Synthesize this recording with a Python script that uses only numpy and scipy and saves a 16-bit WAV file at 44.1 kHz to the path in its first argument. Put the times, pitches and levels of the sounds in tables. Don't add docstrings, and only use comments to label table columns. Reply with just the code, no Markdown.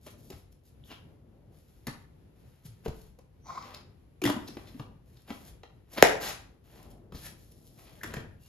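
import sys
import numpy as np
from scipy import signal
from scipy.fft import rfft, irfft, next_fast_len
from scipy.io import wavfile
from scipy.ndimage import uniform_filter1d

SR = 44100
rng = np.random.default_rng(int(sys.argv[2]) if len(sys.argv) > 2 else 0)


def wav_out(sig):
    wavfile.write(sys.argv[1], SR, np.round(np.clip(np.atleast_2d(sig).T, -1, 1) * 32767).astype(np.int16))


N = 373968

# t/s, clack/dB, tick/dB, thud/dB, thud f/Hz, shell f/Hz
KNOCK_EVENTS = [(0.065, -49.5, -49.5, -45, 597, 675), (0.302, -52, -45.5, -42, 387, 476),
                (1.869, -37, -35.5, -35.5, 245, 1790), (1.879, -38, -57, -32.5, 140, 890),
                (2.86, -39, -71, -29, 444, 553), (2.881, -59, -48, -31, 137.5, 730),
                (3.188, -59, -62, -52.5, 512, 756), (4.2173, -36.5, -40.5, -36, 337, 2370),
                (4.238, -28.5, -31.5, -36, 338, 2720), (4.252, -25.5, -31, -32.5, 261, 1770),
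                (4.262, -29, -36, -35.5, 253, 3400), (4.274, -29, -40, -30, 277, 1050),
                (4.289, -32.5, -42, -28, 616, 760), (4.298, -27.5, -35, -24, 278.7, 860),
                (4.569, -42, -76, -37, 340, 565), (4.796, -41, -62, -35, 136, 1020),
                (5.304, -40.5, -65, -34, 254, 785), (5.633, -45, -72, -50.5, 484, 698.6),
                (7.122, -49, -61.5, -42, 180.2, 1112), (7.146, -56, -66, -39, 151, 1830),
                (8.033, -33.5, -38.5, -50.5, 505, 1770), (8.042, -38.5, -47, -39.5, 330, 1500),
                (8.138, -34.5, -41, -38.5, 188, 1585), (8.167, -40.5, -70, -31.5, 137, 1740)]
# f/Hz, level/dB
SHELL_SPECTRUM = [(100, -20), (400, 2), (800, 1), (1300, -1.5), (1900, -2), (3200, -5), (4500, -11.5),
                  (12000, -29.5)]
# f/Hz, level/dB
TICK_SPECTRUM = [(500, -25), (2500, 2), (7000, -0.5), (11500, 0.5), (14000, -8), (16000, -22.5)]
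# ratio to thud pitch, level/dB
BODY_MODES = [(0.452, -7.5), (1, 3.5), (1.42, -14), (2.1, -16.5)]
# f/Hz, level/dB
PUSH_SPECTRUM = [(30, -24.5), (120, -2), (300, 5.5), (600, -7.5), (1000, -15), (3000, -36)]
# f/Hz, level/dB
SLAP_SPECTRUM = [(20, -44), (140, -24.5), (250, -12.5), (420, -1), (660, -3.5), (820, -4), (1050, -20),
                 (1550, -13.5), (2000, -10.5), (2600, -23), (4400, -24.5), (7000, -25), (11500, -26),
                 (16000, -41.5)]
# f/Hz, level/dB, T60/s
WALL_MODES = [(430, -24.5, 0.3), (533, -25, 0.24), (716, -23, .25), (837, -27, 0.17), (1898, -35, .3),
              (2110, -36, .24)]
# t/s, level/dB, f/Hz, length/s
NECK_POPS = [(4.222, -30, 339, 0.014), (4.2407, -22, 321, 0.0099), (4.257, -21.5, 296, .011),
             (4.337, -36.5, 268, .008), (4.363, -33, 240, .015), (4.49, -40, 303, .006),
             (4.746, -42, 260, .022)]
# t/s, level/dB, f/Hz, T60/s
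SOFT_BUMPS = [(0.335, -42.5, 85, 0.14), (2.652, -42.5, 153, .09), (2.683, -45.5, 112, .16),
              (2.88, -33, 64.94, 0.089), (4.255, -32, 124.7, 0.16), (5.307, -45.5, 88, .12),
              (6.028, -33.5, 72.4, .09), (7.145, -41.5, 72.24, .075), (8.168, -45, 80.8, 0.077)]
# f/Hz, width/Hz, level/dB
LID_MODES = [(890, 620, -6.5), (2050, 600, -19), (4200, 4200, -14.5)]
# t/s, level/dB, f/Hz, half length/s
LID_CATCHES = [(3.503, -35.5, 1048, 0.0055), (3.579, -34, 1100, .004)]
# f/Hz, level/dB
POWDER_SPECTRUM = [(100, -9), (250, -2), (600, 2), (1200, -1.5), (3000, -2.5), (7000, -5.5), (12000, -5),
                   (16000, -21.5)]
# start/s, length/s, friction/dB, hiss/dB
RUB_STROKES = [(0.0, 0.12, -75, -62.5), (0.161, 0.24, -97, -66.5), (0.623, 0.058, -98, -67.5),
               (0.83, 0.12, -72, -65), (1.495, 0.53, -78.5, -73.5), (2.33, 0.59, -76, -75),
               (2.914, 0.16, -73.5, -67), (3.596, 0.18, -57.5, -69), (4.34, .47, -65, -66),
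               (5.036, 0.19, -76.5, -72), (5.26, .23, -67.5, -62), (6.622, 0.24, -67.5, -70),
               (7.12, 0.16, -60.5, -55), (7.355, 0.41, -86.5, -67.5), (7.76, 0.34, -65.5, -66),
               (8.029, 0.17, -57, -70.5), (8.385, 0.1, -74, -61)]
# t/s, friction/dB, hiss/dB, half length/s
RUB_SCUFFS = [(0.078, -52, -68, 0.0068), (0.33, -51.5, -76, 0.0071), (0.526, -85, -64, 0.0049),
              (0.917, -49, -77, 0.01), (2.664, -63, -52, 0.0065), (2.856, -48.5, -53, 0.0045),
              (3.748, -53.5, -56, 0.0035), (4.484, -50, -49, 0.0033), (5.308, -47, -64, 0.014),
              (5.482, -66.5, -58, 0.0099), (5.938, -61, -50, 0.011), (5.983, -31.5, -44.5, 0.0055),
              (6.055, -40.5, -49, 0.037), (6.772, -62.5, -67, 0.0159), (6.83, -68, -59, 0.002),
              (6.912, -87.5, -58, 0.0052), (7.265, -59.5, -48, 0.0107), (7.52, -90, -58.5, 0.0034),
              (7.792, -63, -63.5, 0.006)]
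# f/Hz, level/dB
FRICTION_SPECTRUM = [(100, -11.5), (350, 0), (700, 1.5), (1200, -4), (1900, -5), (3100, -7), (4500, -12),
                     (8000, -26)]
# f/Hz, level/dB
HISS_SPECTRUM = [(1500, -21), (3500, -5.5), (7000, -5), (11500, 2), (13500, -8.5), (16000, -19)]
# t/s, level/dB, f/Hz, half length/s
RIB_GRATES = [(0.917, -56.5, 3570, 0.0064), (3.627, -51.5, 4170, 0.0035), (3.747, -42.5, 4200, .002),
              (4.483, -46, 4600, 0.0035), (4.68, -56, 3280, .008), (5.172, -60, 3600, .003),
              (7.164, -52, 4150, 0.013), (7.875, -59, 2800, 0.0095)]
# t/s, level/dB, f/Hz, half length/s, scatter/Hz
PLASTIC_SQUEAKS = [(0.84, -51.5, 3150, 0.0012, 300), (0.92, -54.5, 2980, 0.016, 302),
                   (3.473, -59, 5950, 0.016, 159), (4.487, -63, 5220, 0.025, 68.4),
                   (7.257, -54.5, 1822, 0.011, 149.6), (7.264, -55.5, 2895, 0.013, 348),
                   (8.016, -44.5, 1800, 0.0025, 200.7), (8.449, -71.5, 2780, 0.025, 35)]
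# start/s, length/s, level/dB, first f/Hz, last f/Hz
PALM_STROKES = [(6.762, 0.2, -63.5, 666, 630), (7.741, 0.41, -66.5, 642, 531)]
# start/s, length/s, level/dB
SOFA_SHIFTS = [(0.015, 0.37, -57.5), (0.98, 0.56, -59.5), (3.428, 0.47, -58), (4.3, 0.62, -55),
               (5.302, .25, -59.5), (5.97, 0.35, -54), (6.679, .68, -56), (7.451, 0.63, -60.5),
               (8.029, 0.22, -47)]
# f/Hz, level/dB
SOFA_SPECTRUM = [(28, -16.5), (52, 5), (130, 1), (300, -4), (600, -11.5), (900, -23), (1400, -32),
                 (4000, -51)]
# f/Hz, level/dB
RUMBLE_SPECTRUM = [(28, -37), (46, -2), (130, -5.5), (200, -13), (450, -19.5), (1200, -36), (3000, -40.5),
                   (7000, -50), (12000, -44), (16000, -68.5)]
# f/Hz, T60/s
ROOM_DECAY = [(100, 0.84), (400, 0.44), (1000, 0.47), (2500, 0.39), (6000, 0.34), (14000, 0.3)]
# f/Hz, level/dB
ROOM_SPECTRUM = [(60, -3.5), (280, -6.5), (600, -3.5), (1500, 0), (5000, 0), (11500, -5), (16000, -11.5)]
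# f/Hz, left-right correlation
ROOM_CORRELATION = [(100, .93), (300, 0.6), (600, 0), (1200, 0.16), (4000, 0.0088), (12000, 0)]
# f/Hz, left lead/rad
PORT_LEAD = [(0, -2.5), (1000, 1.06), (2000, 0.6), (3100, 1.04), (5100, 0.84), (6200, 1.88), (7700, -3),
             (9500, -2.5), (12200, -5.5), (16000, -8)]
# f/Hz, gain/dB
MIC_RESPONSE = [(7200, -1), (7900, -4), (8600, -20), (9500, -1.5), (10800, 0.5), (13000, -2.5),
                (15500, -11.5)]


def knocks(thud_t60_s=0.044, thud_rise_s=0.0061, bump_gain=0.71):
    clacks, thuds, t = np.zeros(N), np.zeros(N), np.arange(SR // 6) / SR
    for s, clack_db, tick_db, thud_db, thud_hz, shell_hz in KNOCK_EVENTS:
        force = contact(t, scuff_gain=13, scuff_s=0.0049)
        resonance = crest(band(force, shell_hz, width_hz=500))
        clack = crest(crest(colour(force, SHELL_SPECTRUM)) + 0.7 * resonance)
        tick = crest(colour(force, TICK_SPECTRUM))
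        modes = sum(amp(db) * ring(t, thud_hz * ratio, thud_t60_s) for ratio, db in BODY_MODES)
        body = crest(modes * (1 - np.exp(-t / thud_rise_s)))
        powder_bump = crest(colour(contact(t, scuff_gain=2.2, scuff_s=0.013), PUSH_SPECTRUM))
        add(clacks, s, amp(clack_db) * clack + amp(tick_db) * tick)
        add(thuds, s, amp(thud_db) * crest(body + bump_gain * powder_bump))
    return clacks, thuds


def slap(s=6.0253, crack_db=0.5, rebound_s=0.046, rebound_db=-22, size=4096):
    hz, t = np.fft.rfftfreq(size, 1 / SR), np.arange(SR // 2) / SR
    lag_cycles = 1.5 * np.log(1 + hz / 60)
    spectrum = amp(read(SLAP_SPECTRUM, hz)) * np.exp(-2j * np.pi * lag_cycles)
    crack = amp(crack_db) * crest(irfft(spectrum)[:size // 2])
    snap = amp(-17) * crest(colour(contact(t, scuff_gain=5, scuff_s=0.003), TICK_SPECTRUM))
    wall = sum(amp(db) * ring(t, mode_hz, t60_s) for mode_hz, db, t60_s in WALL_MODES)
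    rebound = amp(rebound_db) * crack
    return placed(s, crack) + placed(s, snap) + placed(s + 0.004, wall) + placed(s + rebound_s, rebound)


def lid_pops(rise_s=0.0017, fall_s=0.0017):
    pops, t = np.zeros(N), np.arange(SR // 10) / SR
    for s, db, hz, length_s in NECK_POPS:
        envelope = np.minimum(t / rise_s, 1) * np.exp(-np.maximum(t - length_s, 0) / fall_s)
        add(pops, s, amp(db) * crest(envelope * np.sin(2 * np.pi * hz * t)))
    return pops


def bumps(rise_s=0.0023):
    t = np.arange(SR // 3) / SR
    attack = 1 - np.exp(-t / rise_s)
    return sum(placed(s, amp(db) * crest(ring(t, hz, t60_s) * attack)) for s, db, hz, t60_s in SOFT_BUMPS)


def lid_drag(start_s=3.435, length_s=0.165, rasp_db=-44):
    scrape = grains(per_s=860, spread_db=1, smooth=0.62)
    plate = sum(amp(db) * band(scrape, hz, width_hz) for hz, width_hz, db in LID_MODES)
    return amp(rasp_db) * plate * stroke(start_s, length_s, rise_s=0.055, fall_s=0.08)


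def lid_catches(scatter_hz=70):
    return sum(amp(db) * swell(s, half_s) * stick_slip(hz, scatter_hz)
               for s, db, hz, half_s in LID_CATCHES)


def powder(start_s=6.192, length_s=0.108, level_db=-36):
    stream = unit(colour(grains(per_s=7400, spread_db=2.5, smooth=0.5), POWDER_SPECTRUM))
    return amp(level_db) * stroke(start_s, length_s, rise_s=0.04, fall_s=0.024) * stream


def rubs(push_re_friction_db=-4.5, crackle_re_hiss_db=-6, grip_per_s=32, grip_db=2):
    friction = unit(colour(grains(per_s=600, spread_db=2, smooth=0.43), FRICTION_SPECTRUM))
    hiss = unit(colour(grains(per_s=2900, spread_db=2, smooth=0.29), HISS_SPECTRUM))
    push = amp(push_re_friction_db) * unit(colour(rng.standard_normal(N), PUSH_SPECTRUM))
    crackle = unit(colour(grains(per_s=50, spread_db=3, smooth=0), HISS_SPECTRUM))
    coarse = wander(grip_per_s, grip_db) * friction
    fine = wander(grip_per_s, grip_db) * (hiss + amp(crackle_re_hiss_db) * crackle)
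    rubbing = np.zeros(N)
    for s, length_s, friction_db, hiss_db in RUB_STROKES:
        envelope = stroke(s, length_s, rise_s=0.044, fall_s=0.023)
        rubbing += envelope * (amp(friction_db) * coarse + amp(hiss_db) * fine)
    for s, friction_db, hiss_db, half_s in RUB_SCUFFS:
        rubbing += swell(s, half_s) * (amp(friction_db) * (friction + push) + amp(hiss_db) * hiss)
    return rubbing


def grates(width_hz=3600):
    bursts, t = np.zeros(N), np.arange(SR // 8) / SR
    middle_s = t[-1] / 2
    for s, db, hz, half_s in RIB_GRATES:
        ticks = band(grains(per_s=2500, spread_db=5, smooth=0.69, size=len(t)), hz, width_hz)
        add(bursts, s - middle_s, amp(db) * crest(ticks / np.cosh((t - middle_s) / half_s)))
    return bursts


def squeaks():
    return sum(amp(db) * swell(s, half_s) * stick_slip(hz, scatter_hz)
               for s, db, hz, half_s, scatter_hz in PLASTIC_SQUEAKS)


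def palm(width_hz=300):
    rubbing, t = np.zeros(N), np.arange(N) / SR
    slips = grains(per_s=400, spread_db=2, smooth=0.82)
    for s, length_s, db, first_hz, last_hz in PALM_STROKES:
        glide_hz = np.interp(t, [s, s + length_s], [first_hz, last_hz])
        envelope = stroke(s, length_s, rise_s=0.056, fall_s=0.026)
        rubbing += amp(db) * envelope * band(slips, glide_hz, width_hz)
    return rubbing


def sofa():
    cloth = unit(colour(rng.standard_normal(N), SOFA_SPECTRUM))
    return cloth * sum(amp(db) * stroke(s, length_s, rise_s=0.073, fall_s=0.023)
                       for s, length_s, db in SOFA_SHIFTS)


def rumble(level_db=-56.5):
    pair = np.array([colour(noise, RUMBLE_SPECTRUM) for noise in rng.standard_normal((2, N))])
    return amp(level_db) * wander(per_s=9.7, depth_db=2.5) * unit(diffuse(pair))


def room(x, wet_db, build_s, echoes_per_s=4000, size=256):
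    taps = rng.standard_normal((2, SR)) * (rng.random((2, SR)) < echoes_per_s / SR)
    hz, t, bands = signal.stft(diffuse(taps), SR, nperseg=size)
    decay = np.exp(-np.log(1000) * t / read(ROOM_DECAY, hz)[:, None])
    build = 1 - np.exp(-(np.arange(SR) / SR / build_s) ** 2)
    tail = signal.istft(bands * decay, SR, nperseg=size)[1][:, :SR] * build
    tail = np.array([colour(side / np.linalg.norm(side), ROOM_SPECTRUM) for side in tail])
    return amp(wet_db) * signal.fftconvolve(x[None], tail, axes=1)[:, :N]


def diffuse(pair):
    left, other = rfft(pair)
    correlation = read(ROOM_CORRELATION, np.fft.rfftfreq(pair.shape[1], 1 / SR))
    right = correlation * left + np.sqrt(1 - correlation ** 2) * other
    return irfft(np.array([left, right]), pair.shape[1])


def direct(x):
    size = next_fast_len(N + SR // 2)
    lead_rad = read(PORT_LEAD, np.fft.rfftfreq(size, 1 / SR))
    right = irfft(rfft(x, size) * np.exp(-1j * lead_rad), size)[:N]
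    return np.array([x, right])


def contact(t, scuff_gain, scuff_s, rise_s=0.00056):
    envelope = np.exp(-t / scuff_s) * (1 - np.exp(-t / rise_s))
    force = scuff_gain * unit(rng.standard_normal(len(t)) * envelope) / np.sqrt(len(t))
    force[0] += 1
    return force


def grains(per_s, spread_db, smooth, size=N):
    slips = np.zeros(size)
    at = np.flatnonzero(rng.random(size) < per_s / SR)
    slip_db = spread_db * np.minimum(rng.exponential(1, size)[at], 4)
    slips[at] = amp(slip_db) * np.sign(rng.random(size)[at] - 0.5)
    return unit(slips) + smooth * rng.standard_normal(size)


def stick_slip(hz, scatter_hz, rough_db=3, size=70):
    rate, grip = [unit(uniform_filter1d(noise, size)) for noise in rng.standard_normal((2, N))]
    phase_rad = 2 * np.pi * np.cumsum(hz + scatter_hz * rate) / SR
    return unit(amp(rough_db * grip) * np.sin(phase_rad))


def ring(t, hz, t60_s):
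    return np.sin(2 * np.pi * hz * t) * np.exp(-np.log(1000) * t / t60_s)


def band(x, hz, width_hz):
    carrier = np.exp(2j * np.pi * np.cumsum(hz * np.ones(len(x))) / SR)
    pole = np.exp(-np.pi * width_hz / SR)
    for _ in range(2):
        x = 2 * (carrier * signal.lfilter([1 - pole], [1, -pole], x / carrier)).real
    return unit(x)


def colour(x, spectrum, size=4096):
    log_gain = np.log(amp(read(spectrum, abs(np.fft.fftfreq(size, 1 / SR)))))
    response = np.exp(np.conj(signal.hilbert(log_gain)))
    taps = np.fft.ifft(response).real[:size // 2]
    return signal.fftconvolve(x, taps)[:len(x)]


def stroke(start_s, length_s, rise_s, fall_s):
    t = np.arange(N) / SR - start_s
    rise = np.sin(np.pi / 2 * np.clip(t / rise_s, 0, 1)) ** 2
    return rise * np.exp(-np.clip((t - length_s) / fall_s, 0, 20))


def swell(s, half_s):
    return 1 / np.cosh(np.clip((np.arange(N) / SR - s) / half_s, -20, 20))


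def wander(per_s, depth_db):
    steps = np.clip(rng.standard_normal(1024), -1.7, 1.7)
    return amp(depth_db * np.interp(np.arange(N) / SR * per_s, np.arange(len(steps)), steps))


def amp(db):
    return 10 ** (np.asarray(db) / 20)


def unit(x):
    return x / np.sqrt(np.mean(x ** 2) + 1e-20)


def crest(x, size=176):
    return x / np.sqrt(uniform_filter1d(x ** 2, size, mode="constant").max() + 1e-20)


def read(table, hz):
    table_hz, values = np.transpose(table)
    return np.interp(np.log(hz + 1), np.log(table_hz + 1), values)


def add(mix, s, sound):
    part = mix[round(s * SR):][:len(sound)]
    part += sound[:len(part)]


def placed(s, sound):
    track = np.zeros(N)
    add(track, s, sound)
    return track


def scene():
    clacks, thuds = knocks()
    handling = clacks + sofa() + rubs() + palm() + squeaks() + grates() + lid_drag() + powder()
    hollow = thuds + lid_catches() + lid_pops() + bumps()
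    crack = slap()
    echoes = (room(handling, wet_db=-1.5, build_s=0.0065)
              + room(hollow, wet_db=-4.5, build_s=0.008)
              + room(crack, wet_db=-6, build_s=0.0082))
    balance = amp([[0.9], [-1.1]])
    return (direct(handling + hollow + crack) + echoes + rumble()) * balance


def record(dry):
    heard = np.array([colour(side, MIC_RESPONSE) for side in dry])
    clipped = heard / (1 + heard ** 8) ** (1 / 8)
    lowpass = signal.firwin(511, 16000, window=("kaiser", 9), fs=SR)
    return signal.oaconvolve(clipped, lowpass[None], "same")


dry = scene()
out = record(dry)
wav_out(out)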